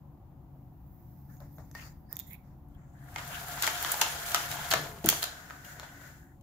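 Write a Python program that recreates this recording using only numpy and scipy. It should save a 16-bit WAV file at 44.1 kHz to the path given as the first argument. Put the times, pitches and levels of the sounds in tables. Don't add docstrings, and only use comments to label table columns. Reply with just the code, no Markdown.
import sys
import numpy as np
from scipy import signal
from scipy.fft import rfft, irfft
from scipy.io import wavfile
from scipy.ndimage import uniform_filter1d

SR = 44100
rng = np.random.default_rng(int(sys.argv[2]) if len(sys.argv) > 2 else 0)


def nominal_scale(level):
    x = np.asarray(level, float) / 20
    return 10 ** x


def dump_mix(stems):
    frames = np.atleast_2d(stems).T
    limited = np.clip(frames, -1, 1)
    pcm = np.round(limited * 32767).astype(np.int16)
    wavfile.write(sys.argv[1], SR, pcm)


N = 283197
SIZE = 8192
BODY_PAN_DB = 2.5

# (lowest [Hz], highest [Hz])
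ZONES_HZ = [(300, 1000), (1000, 2400), (2400, 8400), (8400, 20000)]
# (frequency [Hz], level per Hz [dB])
FINGER_COLOUR = [(240, -57.5), (400, -11.5), (762, -9), (1640, -9.5), (1890, -8), (3130, -32.5),
                 (3590, -25.5), (5440, -19), (7070, -26), (10500, -17), (13900, -5), (15700, -5)]
# (frequency [Hz], level per Hz [dB])
BLIND_COLOUR = [(180, -52), (300, -17.5), (554, -12.5), (698, -5.5), (988, -9.5), (1520, -4), (2500, -12.5),
                (3200, -10.5), (3970, -11.5), (7330, -15.5), (8510, -17.5), (11700, -16), (15700, -17)]
# (frequency [Hz], width [Hz], boost [dB])
RAIL = [(702.7, 20, 14), (1460, 160, -1), (3250, 430, 1.5), (1090, 16, 0), (1406, 54, 8), (1533, 38, 5.5),
        (1690, 30, 8), (2150, 40, 3)]
# (time [s], effort [dB])
PULL = [(2.7, -36), (2.85, -42.5), (3.14, -15), (3.18, -10.5), (3.34, -4.5), (3.45, -6), (3.58, -2.5),
        (3.72, -1), (3.86, 1), (4.08, -0.5), (4.2, -2), (4.4, 0), (4.58, -2.5), (4.69, -2), (4.91, -12),
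        (5.03, -15.5), (5.3, -12.5)]


def rms_one(x):
    return x / np.sqrt(np.mean(x ** 2) + 1e-30)


def in_time(rows):
    s, *columns = np.transpose(rows)
    return np.array([np.interp(np.arange(N) / SR, s, c) for c in columns])


def at_hz(points, hz):
    listed_hz, values = np.array(points).T
    return np.interp(np.log(hz), np.log(listed_hz), values)


def drift(rate):
    r = np.exp(-80 * np.pi * rate / SR)
    white = rng.standard_normal(N // 40 + 2002)
    slow = signal.lfilter([1], [1, -2 * r, r * r], white)[2000:]
    return np.interp(np.arange(N) / 40, np.arange(len(slow)), rms_one(slow))


def response(spectrum, peaks, low_hz, high_hz):
    hz = np.maximum(np.arange(SIZE // 2 + 1), .1) * SR / SIZE
    db = at_hz(spectrum, np.minimum(hz, 15600))
    db = db - 10 * np.log10((1 + (low_hz / hz) ** 10) * (1 + (hz / high_hz) ** 10))
    for centre_hz, width_hz, peak_db in peaks:
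        db = db + peak_db / (1 + (2 * (hz - centre_hz) / width_hz) ** 2)
    cepstrum = irfft(np.log(nominal_scale(np.maximum(db, db.max() - 90))))
    cepstrum[1:SIZE // 2] *= 2
    h = irfft(np.exp(rfft(cepstrum[:SIZE // 2], SIZE)))[:SIZE // 2]
    return h / np.sqrt(np.sum(h ** 2))


def through(x, h):
    return signal.oaconvolve(x, np.atleast_2d(h), axes=1)[:, :x.shape[1]]


def pair(white, hz):
    # (frequency [Hz], left-right likeness [-1 to 1])
    likeness = [(60, 1), (150, 0.88), (380, 0.89), (950, 0.34), (2380, -0.18), (5980, 0.015),
                (15000, 0.026)]
    alike = np.clip(at_hz(likeness, hz), -.99, .99)
    shared = np.sqrt(1 + alike) * white[0]
    opposed = np.sqrt(1 - alike) * white[1] * [[1], [-1]]
    return (shared + opposed) / np.sqrt(2)


def sides(pan_db):
    return nominal_scale(np.multiply.outer([.5, -.5], pan_db))


def zone_levels(effort, strokes, zones, span):
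    lean = [-1.12, -0.21, -0.17, 1.0]
    attack_s, fall_db_per_s = 0.019, 216
    t = np.arange(N)[span] / SR
    base_db, follows, offset_db = np.transpose(zones)[..., None]
    power = nominal_scale(base_db + follows * in_time(effort)[0][span]) ** 2
    for start, hold, db, brightness_db in strokes:
        rise = np.clip((t - start) / attack_s, 0, 1)
        fall = nominal_scale(-fall_db_per_s * np.maximum(t - start - hold, 0))
        power += (rise * fall * nominal_scale(db + offset_db + brightness_db * np.array(lean)[:, None])) ** 2
    return np.sqrt(power)


def rubbing(rows, strokes, zones, colour, peaks, flicker_db, grains_per_s, grain_db, pan_db):
    wander = .011
    span = slice(round((rows[0][0] - .02) * SR), round((rows[-1][0] + .02) * SR))
    levels = zone_levels(rows, strokes, zones, span)
    steps = np.arange(levels.shape[1])
    sounding = np.sqrt(np.clip(np.minimum(steps, steps[::-1]) / (.04 * SR), 0, 1))
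    sizes_db = grain_db + 1.2 * np.minimum(rng.exponential(1, len(steps)), 3)
    snags = (rng.random(len(steps)) < grains_per_s / SR) * nominal_scale(sizes_db)
    push = (1 + signal.lfilter([1], [1, -.985], snags)) * nominal_scale(flicker_db * drift(25)[span])
    pans = [sides(BODY_PAN_DB)[:, None]] * 3 + [sides(pan_db)[:, None]]
    out = np.zeros((2, N))
    for (low_hz, high_hz), level, pan in zip(ZONES_HZ, levels, pans):
        hiss = pair(rng.standard_normal((2, len(steps))), np.sqrt(low_hz * high_hz))
        force = rms_one(push * nominal_scale(2.0 * flicker_db * drift(33)[span]) * hiss) * level * sounding
        tilt = .5 * (1 + np.tanh(2 * drift(1.5)[span]))
        poses = [(1, 1)]
        if peaks and low_hz < 2000:
            poses = [(1 - tilt, 1 - wander), (tilt, 1 + wander)]
        for share, shift in poses:
            pose = [(shift * hz, width_hz, db) for hz, width_hz, db in peaks]
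            out[:, span] += through(force * pan * share, response(colour, pose, low_hz, high_hz))
    return out


def blows(rows, colour, peaks, trim_db, rise, crack, bright_share, bright_db, pan_db):
    out, steps = 0, np.arange(2048)
    shakes = rng.standard_normal((len(rows), 4, 2, len(steps)))
    for zone, (low_hz, high_hz) in enumerate(ZONES_HZ):
        h = response(colour, peaks, low_hz, high_hz)
        force = np.zeros((2, N + len(steps)))
        lasting = [2.2, 1.3, 2.16, 1.34][zone]
        pan = sides(pan_db if zone == 3 else BODY_PAN_DB)[:, None]
        for (s, db, depth_db, t60_ms), shake in zip(rows, shakes[:, zone]):
            age = steps / (max(t60_ms, 1) * lasting * SR / 1000)
            burst = pair(shake, np.sqrt(low_hz * high_hz)) * np.tanh(age / rise)
            burst = burst * (nominal_scale(-60 * age) + crack * (zone < 3) * nominal_scale(-300 * age))
            top = np.abs(through(burst, h[:len(steps)])).max(axis=1, keepdims=True)
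            zone_db = [depth_db - 7.0, depth_db, bright_share * depth_db + bright_db, 0][zone]
            at = round(s * SR)
            force[:, at:at + len(steps)] += nominal_scale(db + zone_db + trim_db) * pan * burst / top
        out = out + through(force[:, :N], h)
    return out


def knocks(rows, trim_db, partner, pan_db):
    out, t = np.zeros(N + SIZE), np.arange(SIZE) / SR
    for s, db, hz, t60 in rows:
        tone = np.sin(2 * np.pi * hz * t) + partner * np.sin(2 * np.pi * 1.13 * hz * t)
        fall = nominal_scale(db + trim_db - 60 * t / max(t60, .002))
        out[round(s * SR):][:SIZE] += fall * tone * np.tanh(t / 0.00034)
    return out[:N] * sides(pan_db)[:, None]


def chafes(rows):
    glide = 0.028
    out = np.zeros((2, N))
    grit = nominal_scale(2.76 * drift(76))
    for start, end, first_hz, width_hz, db in rows:
        at, length = round(start * SR), round((end - start) * SR)
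        stroke = np.sin(np.linspace(0, np.pi, length)) ** 0.4 * grit[at:at + length]
        draw = [pair(white, first_hz) for white in rng.standard_normal((2, 2, SIZE * 5))]
        narrow = signal.butter(2, width_hz / 2, fs=SR, output="sos")
        wobble = signal.sosfilt(narrow, draw)[..., -length:]
        pan = sides(-9 if 2 < start < 2.5 or first_hz > 9000 else BODY_PAN_DB)[:, None]
        phase = 2 * np.pi * first_hz * np.cumsum(1 + glide * np.linspace(-1, 1, length)) / SR
        tone = wobble[0] * np.sin(phase) + wobble[1] * np.cos(phase)
        out[:, at:at + length] += nominal_scale(db) * stroke * pan * rms_one(tone)
    return out


def ventilation():
    # (frequency [Hz], level per Hz [dB])
    rumble = [(16, -41), (28, -1), (71, -1.5), (92, -0.5), (145, 0.5), (227, -10), (365, -22), (406, -33),
              (727, -35.5), (809, -28), (1030, -32), (1740, -44), (8540, -59.5), (15700, -42)]
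    # (frequency [Hz], width [Hz], boost [dB])
    duct = [(70.6, 14, 6), (139.7, 12, 7.5), (342.6, 30, 4), (284.5, 2.76, 16.5), (556.3, 5.4, 20.5),
            (732.7, 36, 15)]
    # (time [s], level [dB])
    swell = [(0.0, -51.5), (0.35, -52), (0.82, -50.5), (1.73, -48.5), (2.2, -51.5), (2.59, -50),
             (2.93, -52), (3.18, -48.5), (4.06, -52.5), (4.77, -48), (5.18, -50), (5.42, -56), (6.42, -53)]
    out, levels_db = 0, [in_time(swell)[0], -62, -68, -73]
    for low_hz, high_hz, db in zip([29, 250, 450, 1000], [250, 450, 1000, 20000], levels_db):
        hiss = pair(rng.standard_normal((2, N)), np.sqrt(low_hz * high_hz))
        out = out + nominal_scale(db) * through(hiss, response(rumble, duct, low_hz, high_hz))
    return out * sides(2.1)[:, None]


def room(x):
    t60_s, level_db, cut_hz = 0.37, -7, 7900
    t = np.arange(SR // 2) / SR
    tail = rng.standard_normal((2, len(t))) * nominal_scale(-60 * t / t60_s) * np.clip(t / 0.0038, 0, 1)
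    bass = signal.sosfiltfilt(signal.butter(2, 800, fs=SR, output="sos"), tail)
    dulling = signal.butter(1, cut_hz, fs=SR, output="sos")
    tail = signal.sosfilt(dulling, tail - bass + bass[0])
    return nominal_scale(level_db) * through(x, tail / np.sqrt(np.sum(tail ** 2) / 2))


def finger_rub():
    # (time [s], effort [dB])
    fingers = [(.02, -11), (.45, -7), (.63, 1), (.83, -0.5), (1.0, 5.5), (1.9, 10), (2.05, -1),
               (2.45, -1.5), (2.7, -5)]
    # (start [s], hold [s], level [dB], brightness [dB])
    slips = [(1.286, 0.071, -75, 15), (1.396, 0.029, -70.5, -15.5), (1.572, 0.033, -72.5, -18),
             (1.737, 0.12, -58, -0.5), (2.1, 0.03, -64, -4), (2.25, 0.079, -78, 0),
             (2.427, 0.096, -81.5, -10)]
    # (level at effort 0 [dB], follows effort [dB per dB], stroke offset [dB])
    finger_zones = [(-71, -0.21, -5.5), (-85, 0.47, 2.5), (-95, 1.96, -1.5), (-75.5, 0.7, -5)]
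    return rubbing(fingers, slips, finger_zones, FINGER_COLOUR, [],
                   flicker_db=0.5, grains_per_s=34, grain_db=-40, pan_db=-11.5)


def edge_drags():
    # (start [s], end [s], pitch [Hz], width [Hz], level [dB])
    drags = [(0.79, 1.26, 16600, 3400, -69), (1.517, 1.596, 13700, 2600, -64),
             (1.75, 1.846, 2520, 1000, -57), (1.28, 1.36, 1600, 430, -69.5), (5.88, 6.17, 1490, 55, -68),
             (4.78, 4.93, 13000, 4000, -58), (1.285, 1.36, 5500, 1100, -85), (4.75, 4.9, 450, 250, -47.5),
             (1.81, 1.9, 4650, 500, -62), (2.05, 2.13, 4850, 320, -84), (2.09, 2.16, 5050, 450, -68),
             (2.125, 2.155, 10000, 660, -68), (5.1, 5.2, 12000, 3500, -48),
             (4.25, 4.34, 12500, 3500, -49.5), (2.086, 2.154, 1800, 150, -63.5),
             (2.07, 2.15, 9550, 830, -81), (2.2, 2.22, 3550, 470, -62), (2.25, 2.37, 3670, 810, -72.5),
             (2.262, 2.36, 14700, 4700, -53), (2.09, 2.15, 14700, 1800, -63),
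             (3.02, 3.16, 13000, 2200, -76), (2.305, 2.356, 2250, 410, -57), (2.74, 2.768, 3250, 300, -77),
             (2.76, 3.16, 7200, 1500, -82), (2.74, 2.9, 1500, 890, -72), (5.04, 5.085, 166, 133, -36),
             (3.309, 3.385, 2900, 740, -47)]
    return chafes(drags)


def close_ticks():
    # (time [s], peak [dB], depth [dB], fall by 60 dB [ms])
    taps = [(1.3684, -55, -17, 6.7), (1.4032, -50.5, -6, 10), (1.5289, -58, -25, 6),
            (1.5832, -52.5, 6, 5.2), (1.713, -51.5, -1, 6.3), (1.7501, -43.5, 7, 7.4),
            (2.128, -34, -16, 4.2), (2.1568, -53, -6, 3.5), (2.1678, -27.5, -25, 4.6),
            (2.1914, -29, -27, 3), (2.1982, -31, -22, 4.7), (2.203, -33, -26, 3), (2.2064, -38, -23, 4),
            (2.333, -34, -53, 1.4), (2.749, -60, -23, 2.6)]
    # (time [s], peak [dB], pitch [Hz], fall by 60 dB [s])
    beads = [(2.128, -46, 7030, 0.0045), (2.128, -50, 3600, 0.0059), (2.1985, -39.5, 3600, 0.018),
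             (1.404, -50, 1470, .012), (1.369, -55, 7000, .005), (1.53, -52, 12500, .005),
             (1.541, -56, 13200, .005), (1.729, -49, 12000, .005), (1.739, -50, 12000, .005),
             (1.7525, -39.5, 1850, 0.12), (2.168, -36, 7160, 0.0072), (2.1915, -36, 7100, .008),
             (2.168, -41, 3550, .015), (2.1915, -38, 3600, 0.01), (2.333, -33, 11300, .005)]
    right_edges = [(2.1281, -18.5, 13800, .004), (2.1983, -21, 14200, .004), (2.6862, -52, 11500, .004),
                   (4.5153, -30, 14000, .006), (4.7058, -25, 13000, .005), (4.7268, -26, 12500, .005),
                   (4.7382, -21, 13500, .006), (5.0605, -14, 14600, .005), (5.0898, -9, 12300, .004),
                   (5.0999, -8, 14830, .005)]
    tick_peaks = [(3600, 710, 10.5), (7100, 820, 7.4), (13500, 1800, 11)]
    out = blows(taps, FINGER_COLOUR, tick_peaks, trim_db=0.0, rise=0.016, crack=5.1,
                bright_share=0.2, bright_db=1.5, pan_db=-15.0)
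    out = out + knocks(beads, trim_db=-0.5, partner=0.088, pan_db=1)
    return out + knocks(right_edges, trim_db=-0.6, partner=.31, pan_db=-14.0)


def swaying_slats():
    # (time [s], effort [dB])
    settle = [(5.3, 3.5), (5.43, 2), (5.6, -1), (6.09, -2), (6.19, -8), (6.28, -19.5), (6.42, -36)]
    # (start [s], hold [s], level [dB], brightness [dB])
    brushes = [(5.635, 0.089, -56.5, 7), (5.75, 0.089, -62, 0), (5.993, 0.073, -62.5, 4)]
    # (level at effort 0 [dB], follows effort [dB per dB], stroke offset [dB])
    sway_zones = [(-59.5, 1.08, 1), (-54.5, 1.2, 5.5), (-61.5, 1.1, -1.5), (-58, 0.62, -3)]
    # (frequency [Hz], level per Hz [dB])
    sway_colour = [(240, -48), (400, -19.5), (569, -15.5), (717, -15.5), (786, -17.5), (1170, -14.5),
                   (1500, -3), (2490, -19), (6960, -20.5), (8760, -29), (15700, -25)]
    # (frequency [Hz], width [Hz], boost [dB])
    slats = [(723, 28, 9.5), (1500, 20, 8)]
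    return rubbing(settle, brushes, sway_zones, sway_colour, slats,
                   flicker_db=0.05, grains_per_s=59, grain_db=-24.0, pan_db=2.0)


def more_drags():
    # (start [s], end [s], pitch [Hz], width [Hz], level [dB])
    tints = [(1.29, 1.46, 6700, 900, -80), (1.55, 1.66, 6700, 900, -79), (1.75, 1.93, 6600, 1100, -68.5),
             (1.78, 1.89, 14200, 1800, -66), (1.79, 1.87, 9500, 800, -73), (2.26, 2.31, 2050, 200, -71),
             (2.21, 2.36, 7000, 900, -78), (3.71, 3.8, 3100, 200, -51), (4.1, 4.135, 10000, 1500, -50),
             (4.36, 4.5, 11600, 900, -51), (4.55, 4.66, 3250, 400, -52), (6.15, 6.35, 1700, 350, -68),
             (2.94, 3.16, 1700, 400, -63.5), (4.8, 5.0, 1100, 300, -63), (4.88, 5.02, 415, 100, -55),
             (1.752, 1.81, 2000, 160, -58), (3.3, 3.4, 1500, 460, -49), (5.55, 6.2, 1900, 300, -63),
             (0.9, 1.7, 14500, 1500, -76)]
    return chafes(tints)


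def landing():
    # (time [s], peak [dB], depth [dB], fall by 60 dB [ms])
    bounces = [(5.0418, -35, -6, 40), (5.0603, -13, -47, 4.9), (5.0886, -7, -16.5, 4),
               (5.0902, -10.5, -26, 3.6), (5.0994, -14, -25, 5.5), (5.1267, -33, 4, 12),
               (5.224, -29, -10, 9.2), (5.2280, -22, -9.5, 14.5), (5.2394, -20.5, -11.5, 8.5),
               (5.4996, -56, 13.5, 5.7), (5.5074, -55, 18, 4.1), (5.6468, -47.5, -4.5, 14),
               (5.7975, -40.5, 2, 4), (5.8294, -60, 15.5, 150), (6.0766, -54, -29, 9.8),
               (6.41, -58, -22, 15)]
    return blows(bounces, BLIND_COLOUR, RAIL[1:3], trim_db=4.5, rise=0.017, crack=1.0,
                 bright_share=0.45, bright_db=1.5, pan_db=-2.5)


def ringing_parts():
    # (time [s], peak [dB], pitch [Hz], fall by 60 dB [s])
    bar_knocks = [(1.404, -50, 581, 0.27), (1.583, -46, 646, 0.048), (3.16, -27.5, 2146, 0.035),
                  (3.6752, -14, 1690, 0.011), (3.847, -40, 1760, 0.025), (3.941, -23, 870, 0.02),
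                  (4.015, -23, 910, 0.096), (4.3464, -9.5, 1280, 0.023), (4.715, -26.5, 1194, 0.13),
                  (4.737, -17, 676, 0.025), (5.042, -29, 537, 0.063), (5.051, -23, 697, 0.045),
                  (5.125, -24.5, 764, 0.024), (5.501, -40, 1640, 0.043), (5.831, -32, 760, 0.0097),
                  (1.714, -35, 6260, 0.003), (1.752, -31, 4750, 0.0067), (2.157, -31, 6000, 0.0042),
                  (3.848, -16.5, 3170, 0.0075), (4.7385, -15, 1486, 0.021), (5.1265, -23, 3020, 0.008),
                  (5.648, -44.5, 2870, 0.039), (5.798, -28, 4340, 0.005)]
    thuds = [(1.58, -79, 159, 0.087), (4.74, -27, 443, 0.091), (4.759, -33, 145, 0.11),
             (5.042, -30.5, 163, 0.065), (5.0475, -19, 339, 0.05)]
    pings = [(5.1, -22, 8430, .004), (3.2505, -37, 14000, .005), (3.355, -40, 13000, .004),
             (3.4515, -40, 12000, .004), (3.484, -35, 11800, 0.0065), (3.667, -31, 6300, 0.0055),
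             (3.8, -42, 6600, .008), (3.8826, -32.5, 11500, 0.0066), (3.9175, -20, 12100, 0.0087),
             (3.97, -27, 15000, .005), (3.977, -25.5, 15200, .008), (4.016, -20.5, 2780, 0.018),
             (4.116, -33, 10300, .006), (4.135, -32.5, 12000, .004), (4.671, -39, 13000, .005),
             (4.717, -25.5, 6800, .008), (4.814, -31, 12520, .006), (4.907, -42, 14000, .005),
             (4.916, -42, 14050, .006), (5.0895, -6, 13500, 0.0061), (5.224, -31.5, 14500, .008),
             (3.8265, -20.5, 15000, 0.0065), (5.229, -20.5, 4200, 0.0093)]
    touches = [(1.404, -53, 11400, .006), (1.404, -58, 5200, .008), (1.422, -58, 11500, .005),
               (1.423, -64, 5500, .008), (1.714, -49, 11300, .005), (1.752, -50, 9500, .006),
               (3.6755, -27.5, 900, 0.044), (3.827, -30, 1800, .015), (3.914, -30, 9000, .006),
               (3.9172, -20, 7860, .007), (4.0165, -25, 4140, 0.018), (4.347, -29, 3140, .015),
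               (4.7122, -15.5, 4160, 0.0066), (5.484, -49, 1520, .03), (5.5065, -37.5, 1270, 0.027),
               (5.5635, -45, 1500, 0.043), (5.648, -38, 13000, .006), (5.833, -46, 3500, .01),
               (5.8895, -48, 3000, .01), (5.944, -50, 1480, 0.033), (6.0772, -47.5, 11900, .006),
               (6.293, -64.5, 1860, .02), (6.317, -62, 1470, .02)]
    out = knocks(bar_knocks, trim_db=-4.5, partner=0.5, pan_db=1.5)
    out = out + knocks(thuds, trim_db=-5.5, partner=.35, pan_db=3.5)
    out = out + knocks(pings, trim_db=2.0, partner=0.25, pan_db=-3.0)
    return out + knocks(touches, trim_db=0.5, partner=0.37, pan_db=3.5)


def chatter():
    touches_per_s, level_db, ring_cycles = 300, -41.5, 13.8
    span = slice(round(PULL[2][0] * SR), round(PULL[-1][0] * SR))
    out = np.zeros((2, N))
    born = rng.random(N) < touches_per_s * nominal_scale(4.0 * drift(7)) / SR
    sizes_db = level_db + in_time(PULL)[0] + 3.2 * np.minimum(rng.exponential(1, N), 3)
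    clicks = (born * nominal_scale(sizes_db) * sides(7 * rng.standard_normal(N)))[:, span]
    dealt = rng.integers(0, 12, N)[span]
    for k, hz in enumerate(np.geomspace(850, 7500, 12)):
        r, w = nominal_scale(-60 * hz / (ring_cycles * SR)), 2 * np.pi * hz / SR
        touched = clicks * (dealt == k) + 1e-18
        out[:, span] += signal.lfilter([0, np.sin(w)], [1, -2 * r * np.cos(w), r * r], touched)
    return out


def slat_clacks():
    # (time [s], peak [dB], depth [dB], fall by 60 dB [ms])
    clacks = [(3.1602, -45.5, 16.5, 7.9), (3.1817, -47, 12, 29), (3.2502, -48, -25, 8),
              (3.4837, -33, -28, 9.2), (3.6231, -16, -19, 8.9), (3.634, -33.5, 1.5, 14),
              (3.6665, -23.5, -7.5, 14), (3.6752, -24, -1, 11), (3.8265, -23, -22.5, 6.9),
              (3.8474, -32.5, 5, 7.8), (3.917, -16.5, -38, 30), (3.9414, -32, -2, 8.4),
              (3.9754, -36, -22.5, 11), (4.0123, -17.5, -6, 34), (4.0158, -14.5, -17, 9.5),
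              (4.0234, -38, 8.5, 11), (4.165, -45.5, -1.5, 7.1), (4.2629, -30, -16.5, 12),
              (4.2866, -41.5, 4, 9.8), (4.308, -39, 0, 12), (4.3169, -27.5, -9, 15), (4.3455, -15, -5, 11),
              (4.36, -27.5, -8.5, 9.4), (4.4832, -54, -12, 6.8), (4.5141, -28.5, -6.5, 13),
              (4.5244, -37.5, 0.5, 11), (4.7047, -25, -27.5, 14), (4.7104, -25, -3, 25),
              (4.7157, -19, -6, 11), (4.7250, -29, 5.5, 11), (4.7366, -19, -1.5, 10.4),
              (4.7408, -31, 9, 4.3), (4.7544, -50, -4, 9.3)]
    return blows(clacks, BLIND_COLOUR, RAIL[1:3], trim_db=3.5, rise=0.032, crack=1.66,
                 bright_share=0.47, bright_db=3.0, pan_db=0.0)


def running_cord():
    # (start [s], hold [s], level [dB], brightness [dB])
    flurries = [(3.616, 0.032, -39, 0.5), (3.884, 0.036, -45, -3), (4.256, 0.041, -52, 10),
                (4.704, 0.011, -42.5, -8), (4.828, 0.024, -58.5, -11.5), (5.052, 0.016, -40, 1),
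                (5.117, 0.12, -49, 5)]
    # (level at effort 0 [dB], follows effort [dB per dB], stroke offset [dB])
    cord_zones = [(-46.5, 0.59, -3.5), (-41, 1.04, 3), (-43.5, 1.19, 4), (-40.5, 1.03, 1.3)]
    return rubbing(PULL, flurries, cord_zones, BLIND_COLOUR, RAIL,
                   flicker_db=0.76, grains_per_s=58, grain_db=-28.0, pan_db=1.4)


def scene():
    rubs = edge_drags()
    ticks = close_ticks()
    hits = landing() + ringing_parts() + chatter() + slat_clacks()
    echoes = room(hits + nominal_scale(-4.5) * ticks + nominal_scale(-9.0) * rubs)
    contacts = hits + ticks + rubs + echoes
    friction = finger_rub() + swaying_slats() + more_drags() + running_cord()
    return ventilation() + contacts + friction


def top_cut(x):
    return signal.sosfilt(signal.butter(12, 16970, fs=SR, output="sos"), x)


def record(dry):
    # (frequency [Hz], width [Hz], boost [dB])
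    microphone = [(6990, 1700, 7), (8460, 4000, -4)]
    heard = through(dry, response([(20, 0), (20000, 0)], microphone, 12, 40000))
    cut = signal.sosfiltfilt(signal.cheby2(12, 35, 16060, fs=SR, output="sos"), heard)
    top = signal.sosfiltfilt(signal.cheby2(10, 40, 17000, fs=SR, output="sos"), heard - cut)
    usual = uniform_filter1d(np.abs(top), size=4096)
    sharp = uniform_filter1d(np.abs(top), size=128) > 6.5 * usual
    clicks = top * uniform_filter1d(sharp * 1., size=64)
    return top_cut(cut + nominal_scale(-0.5) * clicks)


dry = scene()
out = record(dry)
dump_mix(out)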